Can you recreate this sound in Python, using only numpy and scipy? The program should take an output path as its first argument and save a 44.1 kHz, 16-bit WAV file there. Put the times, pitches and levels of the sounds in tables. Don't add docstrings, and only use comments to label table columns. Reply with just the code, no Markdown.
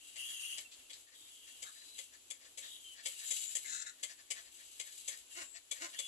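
import sys
import numpy as np
from scipy import signal
from scipy.fft import rfft, irfft, next_fast_len
from scipy.io import wavfile
from scipy.ndimage import uniform_filter1d, map_coordinates

SR = 44100
rng = np.random.default_rng(int(sys.argv[2]) if len(sys.argv) > 2 else 0)


def wav_out(sig):
    wavfile.write(sys.argv[1], SR, np.round(np.clip(np.atleast_2d(sig).T, -1, 1) * 32767).astype(np.int16))


N = 267951
TIME = np.arange(N) / SR
BEG_ATTACK_S, BEG_RELEASE_S = 0.0178, 0.029

# (time [s], level [dB], treble trim [dB], hiss level [dB], hiss length [s])
CHIP_CALLS = [(0.156, -50.5, -1, -74, 0.48), (0.573, -46, 0, -50, 0.05), (0.896, -53, -5, -58, 0.16),
              (1.62, -48.5, 2, -53, 0.42), (1.981, -49, 3, -51, 0.059), (2.301, -49, 5.5, -81, 0.037),
              (2.573, -49.5, 2.5, -49.5, 0.12), (3.054, -41.5, 1.5, -44.5, 0.33),
              (3.305, -43, 6.5, -44, 0.29), (3.55, -44.5, 9.5, -47, 0.23), (4.029, -42.5, 3.5, -53.5, 0.11),
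              (4.303, -42, 3.5, -55, 0.15), (4.795, -45, 2.5, -49, 0.43), (5.0767, -45.5, 7, -47, 0.11),
              (5.71, -43.5, 4, -49.5, 0.21), (5.986, -43.5, 2.5, -47, 0.12)]
# (start [s], end [s], throat level [dB], hiss level [dB], starting resonance [Hz])
BEGGING_CALLS = [(-0.05, 0.139, -61, -55, 3002), (0.715, 0.879, -69.5, -73, 2999),
                 (1.131, 1.3, -62, -66, 3545), (1.299, 1.604, -61, -57.5, 3212),
                 (1.928, 2.065, -63.5, -59, 3037), (2.612, 2.759, -55.5, -75, 3428),
                 (2.788, 2.931, -60.5, -56, 3223), (3.018, 3.207, -58.5, -50, 2996),
                 (3.232, 3.453, -58, -44, 3416), (4.503, 4.788, -67.5, -55.5, 3106),
                 (4.957, 5.075, -64.5, -62, 3094), (5.291, 5.43, -58.5, -54, 2974),
                 (5.92, 6.105, -54, -77, 3180)]


def chips(length_s, first_db, accent_db, jitter, air, body_db, treble_db):
    # (frequency [Hz], bandwidth [Hz], level [dB])
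    body_modes = [(558, 35.3, 3), (990, 350, -13.5), (2145, 223, 2), (3175, 174, 5.5), (4460, 650, -3)]
    treble_modes = [(6414, 277, 1.5), (7350, 350, -2.5), (10280, 1180, -2)]
    snaps_per_s = 400
    out, size = np.zeros(N), SR // 20
    for s, db, trim_db, *_ in CHIP_CALLS:
        snap_s = np.cumsum(np.r_[0, np.exp(jitter * rng.standard_normal(15))]) / snaps_per_s
        strength = from_db(rng.uniform(-1.8, 1.8, 16)) * np.clip((length_s - snap_s) * snaps_per_s, 0, 1)
        strength[0] *= from_db(first_db)
        strength[rng.integers(2, 5)] *= from_db(accent_db)
        snaps = np.zeros(size)
        snaps[np.minimum(snap_s * SR, size - 1).astype(int)] = strength
        drive = snaps + air * signal.lfilter([1], [1, -.97], snaps) * rng.standard_normal(size)
        modes = [(hz * np.exp(.028 * rng.standard_normal()), *rest) for hz, *rest in body_modes]
        body = from_db(body_db) * rms_one(resonate(drive, modes))
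        treble = from_db(treble_db + trim_db) * rms_one(resonate(drive, treble_modes))
        start = round(s * SR)
        out[start:start + size] += (from_db(db) * (body - treble))[:N - start]
    return in_thicket(out, pan_db=4.5, twigs_db=-3)


def screeches(level_db, waver):
    # (time [s], level [dB], resonance [Hz])
    surges = [(0.165, -46.5, 3040), (0.204, -46, 2976), (0.336, -46, 3120), (0.375, -49, 3074),
              (0.435, -43, 2900), (0.48, -48, 2977), (0.527, -42, 2956), (0.557, -51.5, 3080)]
    # (frequency [Hz], level [dB])
    throat_spectrum = [(300, -46), (2400, -23), (2660, -4.5), (3200, -2), (3450, -20.5), (5600, -23.5),
                       (6400, -18), (7900, -30.5), (8800, -14), (12200, -14.5), (14000, -35.5)]
    rest_hz, sag = 2953, 0.05
    long_db, hz = in_time(surges)
    long_call = from_db(long_db) * held(surges[0][0], surges[-1][0], BEG_ATTACK_S, BEG_RELEASE_S)
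    power = from_db(-80.5) ** 2 + long_call ** 2
    for start, end, db, _, from_hz in BEGGING_CALLS:
        call = (from_db(db) * held(start, end, BEG_ATTACK_S, BEG_RELEASE_S)) ** 2
        hz = np.where(call > power, from_hz * np.interp(TIME, [start, end], [1, 1 - sag]), hz)
        power = power + call
    position = np.cumsum(hz / rest_hz * np.exp(waver * wander(40)))
    rattle = evened(flutter(per_s=240, puff_s=0.0031) * rng.standard_normal(N))
    at_rest = rms_one(colour(rattle, throat_spectrum))
    screech = evened(map_coordinates(at_rest, [position], mode="mirror"))
    envelope = from_db(level_db + wander(60)) * np.sqrt(power)
    return in_thicket(envelope * screech, pan_db=1.0, twigs_db=4.5)


def bill_hiss(level_db, throb_db):
    # (frequency [Hz], level [dB])
    spectrum = [(300, -45.5), (1500, -21), (3200, -1.5), (5500, -7.5), (7300, -8), (8200, -7.5),
                (12000, -1), (14000, -35.5)]
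    fade_db_per_s = 16
    power = from_db(-71) ** 2
    for start, end, _, db, _ in BEGGING_CALLS:
        power = power + (from_db(db) * held(start, end, BEG_ATTACK_S, BEG_RELEASE_S)) ** 2
    for s, *_, db, length_s in CHIP_CALLS:
        fading = from_db(db - fade_db_per_s * np.maximum(TIME - s, 0))
        power = power + (fading * held(s, s + length_s, attack_s=0.0084, release_s=0.0059)) ** 2
    hiss = rms_one(colour(rng.standard_normal(N), spectrum)) * flutter(per_s=230, puff_s=0.0044)
    envelope = from_db(level_db + throb_db * wander(35)) * np.sqrt(power)
    return in_thicket(envelope * hiss, pan_db=1.0, twigs_db=8.5)


def rasps(upper_hz, upper_db):
    # (start [s], end [s], level [dB], lower resonance from [Hz], to [Hz], bill hiss [dB])
    calls = [(1.636, 1.708, -57, 1427, 1507, -7), (3.634, 3.841, -53, 1967, 1626, 2),
             (3.846, 3.91, -53.5, 1844, 1770, -1.5)]
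    # (frequency [Hz], bandwidth [Hz], level [dB])
    bill_modes = [(2605, 79, 3.5), (6020, 2300, -1.5), (10310, 1800, -14)]
    upper = from_db(upper_db) * evened(gliding_band(upper_hz, width_hz=400))
    bill = rms_one(resonate(rng.standard_normal(N), bill_modes))
    voice = 0
    for start, end, db, *glide_hz, bill_db in calls:
        lower_hz = np.interp(TIME, [start, end], glide_hz) * np.exp(.05 * wander(70))
        lower = evened(gliding_band(lower_hz, width_hz=580))
        opening = np.clip((TIME - start) / min(0.056, (end - start) / 2), 0, 1)
        rasp = lower + opening * (upper + from_db(bill_db) * bill)
        voice = voice + from_db(db) * swell(start, end, edge_s=0.017) * rasp
    return in_thicket(voice * flutter(per_s=290, puff_s=0.004), pan_db=3.5, twigs_db=2.0)


def peeps(waver):
    # (start [s], end [s], level [dB], pitch from [Hz], to [Hz])
    notes = [(0.643, 0.677, -54, 2805, 2616), (0.856, 0.882, -62, 2720, 2780),
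             (2.835, 2.957, -57.5, 3166, 2980), (5.971, 6.097, -53, 3460, 3353)]
    voice, tremble = 0, np.exp(waver * wander(330))
    for start, end, db, *glide_hz in notes:
        phase = 2 * np.pi * np.cumsum(np.interp(TIME, [start, end], glide_hz) * tremble) / SR
        voice = voice + from_db(db) * swell(start, end, edge_s=0.016) * np.sqrt(2) * np.sin(phase)
    return in_thicket(voice, pan_db=1.0, twigs_db=-7)


def wheezes():
    # (start [s], end [s], level [dB], resonance from [Hz], to [Hz], bandwidth [Hz])
    calls = [(1.735, 1.97, -63, 4030, 3970, 160), (1.71, 1.91, -68.5, 4780, 4850, 380),
             (2.615, 2.78, -59, 3600, 3450, 740), (3.238, 3.543, -59.5, 7330, 7174, 590),
             (5.293, 5.584, -69, 7500, 7570, 520)]
    voice = 0
    for start, end, db, *glide_hz, width_hz in calls:
        whistle = evened(gliding_band(np.interp(TIME, [start, end], glide_hz), width_hz))
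        voice = voice + from_db(db) * swell(start, end, edge_s=0.014) * whistle
    return in_thicket(voice * from_db(2 * wander(50)), pan_db=4.5, twigs_db=7.0)


def scratches(half_s, width_hz):
    # (time [s], level [dB], resonance [Hz])
    runs = [(0.722, -57.5, 3300), (0.742, -59.5, 4120), (0.802, -65, 3000), (0.935, -51.5, 3930)]
    clicks = pulses(per_s=450, jitter=.5, uneven_db=1)
    out = 0
    for s, db, hz in runs:
        envelope = np.exp(-((TIME - s) / half_s) ** 2)
        out = out + from_db(db) * envelope * rms_one(resonate(clicks, [(hz, width_hz, 0)]))
    return in_thicket(out, pan_db=0, twigs_db=4)


def keks(half_s, spread_db, mode_spread):
    # (time [s], level [dB])
    clear_keks = [(1.085, -65), (1.772, -62), (2.42, -63.5), (2.635, -61), (2.999, -55.5), (3.228, -56.5),
                  (4.108, -55), (4.2, -60.5), (4.378, -52.5), (4.882, -59), (5.13, -53.5), (5.565, -53),
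                  (5.79, -60), (5.946, -53)]
    # (frequency [Hz], bandwidth [Hz], level [dB])
    formants = [(604, 69, -4.5), (1926, 390, 1.5), (4530, 1700, -4.5)]
    strays_per_s, stray_db = 7, -68.5
    gaps, strengths = rng.uniform(-1, 1, size=(90, 2)).T
    stray_s = np.cumsum(1 + gaps / 2) / strays_per_s
    calls = clear_keks + list(zip(stray_s, stray_db + spread_db * strengths))
    rattle = flutter(per_s=320, puff_s=0.0013) * rng.standard_normal(N)
    out = np.zeros(N)
    for (s, db), (stretch, *shifts) in zip(calls, rng.uniform(-1.22, 1, size=(len(calls), 4))):
        if s < TIME[-1]:
            near = slice(*np.searchsorted(TIME, [s - 4 * half_s, s + 4 * half_s]))
            modes = [(hz * np.exp(mode_spread * shift), *rest)
                     for (hz, *rest), shift in zip(formants, shifts)]
            envelope = np.exp(-((TIME[near] - s) / (half_s * (1 + stretch / 4))) ** 2)
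            out[near] += from_db(db) * envelope * evened(resonate(rattle[near], modes))
    return in_thicket(out, pan_db=4.5, twigs_db=-3)


def croaks(air, level_db):
    # (time [s], pitch [Hz], level [dB])
    contours = [
        [(5.352, 299.8, -53.5), (5.385, 365.6, -47.5), (5.408, 323.8, -49), (5.428, 224.4, -47)],
        [(5.8, 255.3, -50.5), (5.822, 324.5, -44.5), (5.848, 356.2, -45), (5.871, 255, -48.5)],
    ]
    # (frequency [Hz], bandwidth [Hz], level [dB])
    formants = [(333.4, 200, -3), (690, 190, -0.5), (1050, 130, 2), (1540, 300, 4.5), (2253, 540, 3),
                (5500, 2900, -4.5)]
    pitch, gain = np.full(N, 300.), np.zeros(N)
    for rows in contours:
        hz, db = in_time(rows)
        sounding = (TIME > rows[0][0]) & (TIME < rows[-1][0])
        pitch[sounding], gain[sounding] = hz[sounding], from_db(db[sounding])
    drive = rms_one(pulses(pitch, jitter=.035, uneven_db=3)) + air * rng.standard_normal(N)
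    voice = from_db(level_db) * gain * rms_one(resonate(drive, formants))
    return in_thicket(voice, pan_db=-0.5, twigs_db=0.0)


def air_in_leaves(level_db, restless_db, coherent_hz):
    # (frequency [Hz], level [dB])
    spectrum = [(25, -5.5), (60, 0.5), (115, -5), (160, -19), (260, 1), (950, -5.5), (2000, -6),
                (2900, 2.5), (9400, -6), (11000, 3), (14000, -5.5)]
    low_pass = signal.butter(1, coherent_hz, fs=SR)
    own = rng.standard_normal((2, N))
    shared_bass = signal.lfilter(*low_pass, rng.standard_normal(N))
    wash = own - signal.lfilter(*low_pass, own) + shared_bass
    return from_db(level_db + restless_db * wander(14)) * rms_one(colour(wash, spectrum))


def in_thicket(x, pan_db, twigs_db):
    t = TIME[:SR // 2]

    def scatter(t60_s):
        tail = rng.standard_normal((2, len(t))) * from_db(-60 * t / t60_s) * (t > .001)
        return rms_one(tail) / np.sqrt(len(t))

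    twigs, trees = scatter(t60_s=0.016), from_db(-1) * scatter(t60_s=0.17)
    response = from_db(twigs_db) * (twigs + trees)
    response[0, 0] += 1
    response[1, 14] += 1
    response *= from_db([[pan_db / 2], [-pan_db / 2]])
    response /= np.sqrt(np.sum(response ** 2) / 2)
    return signal.fftconvolve(x[None], response, axes=1)[:, :N]


def resonate(x, modes):
    out = 0
    for k, (hz, width, db) in enumerate(modes):
        r = np.exp(-np.pi * width / SR)
        rung = signal.lfilter([1, 0, -1], [1, -2 * r * np.cos(2 * np.pi * hz / SR), r * r], x + 1e-18)
        out = out + (-1) ** k * from_db(db) * (1 - r * r) / 2 * rung
    return out


def colour(x, points):
    size = next_fast_len(N + SR // 4, True) // 2 * 2
    hz, db = np.transpose(points)
    bins = np.maximum(np.arange(size // 2 + 1) * SR / size, 1)
    cepstrum = irfft(np.log(from_db(np.interp(np.log(bins), np.log(hz), db))))
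    cepstrum[1:size // 2] *= 2
    cepstrum[size // 2 + 1:] = 0
    return irfft(rfft(x, size) * np.exp(rfft(cepstrum)))[..., :N]


def pulses(per_s, jitter, uneven_db):
    cycles = np.cumsum(per_s * np.exp(jitter * wander(400))) / SR
    return np.diff(np.floor(cycles), prepend=0) * from_db(uneven_db * rng.standard_normal(N))


def flutter(per_s, puff_s):
    r = np.exp(-1 / (puff_s * SR))
    return rms_one(signal.lfilter([1], [1, -r], pulses(per_s, jitter=0.47, uneven_db=1.0) + 1e-18))


def gliding_band(hz, width_hz):
    low_pass = signal.butter(3, width_hz / 2, fs=SR, output="sos")
    slow = signal.sosfilt(low_pass, rng.standard_normal((2, N)))
    phase = 2 * np.pi * np.cumsum(hz * np.ones(N)) / SR
    return rms_one(slow[0] * np.cos(phase) + slow[1] * np.sin(phase))


def held(start, end, attack_s, release_s):
    return np.clip((TIME - start) / attack_s, 0, 1) * np.exp(-np.maximum(TIME - end, 0) / release_s)


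def swell(start, end, edge_s):
    return np.clip(np.minimum(TIME - start, end - TIME) / edge_s, 0, 1)


def evened(x):
    return x / np.sqrt(uniform_filter1d(x ** 2, size=400) + 1e-9)


def wander(per_s):
    knots = rng.standard_normal(N // 8)
    return rms_one(np.interp(TIME * per_s, np.arange(len(knots)), knots))


def in_time(rows):
    s, *columns = np.transpose(rows)
    return [np.interp(TIME, s, c) for c in columns]


def from_db(db):
    return 10 ** (np.asarray(db) / 20)


def rms_one(x):
    return x / np.sqrt(np.mean(x ** 2) + 1e-20)


def scene():
    nest = chips(length_s=0.02165, first_db=-9, accent_db=6.0, jitter=.15, air=0.092,
                 body_db=-4.5, treble_db=-9.0)
    nest += screeches(level_db=-0.14, waver=0.016) + bill_hiss(level_db=-6.5, throb_db=1.5)
    nest += peeps(waver=0.00703) + rasps(upper_hz=3870, upper_db=-2.8) + wheezes()
    nest += scratches(half_s=.011, width_hz=1600)
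    neighbours = keks(half_s=0.024, spread_db=9.5, mode_spread=0.092) + croaks(air=0.082, level_db=-0.1)
    return nest + neighbours + air_in_leaves(level_db=-64.0, restless_db=1.5, coherent_hz=493)


def record(dry):
    # (frequency [Hz], gain [dB])
    left_port = [(1000, -1), (4000, 3.5), (5600, 1.5), (7100, 13.5), (7750, 16.5), (8200, 8.5), (9300, 4.5),
                 (10300, -15), (14000, -5)]
    right_port = [(4000, 1.5), (5700, -2), (9000, 0), (10000, 6), (11000, 4.5), (13000, -7.5)]
    cutoff_hz = 14100
    ported = np.array([colour(dry[0], left_port), colour(dry[1], right_port)])
    return signal.sosfilt(signal.ellip(10, .2, 80, cutoff_hz, fs=SR, output="sos"), ported)


dry = scene()
out = record(dry)
wav_out(out)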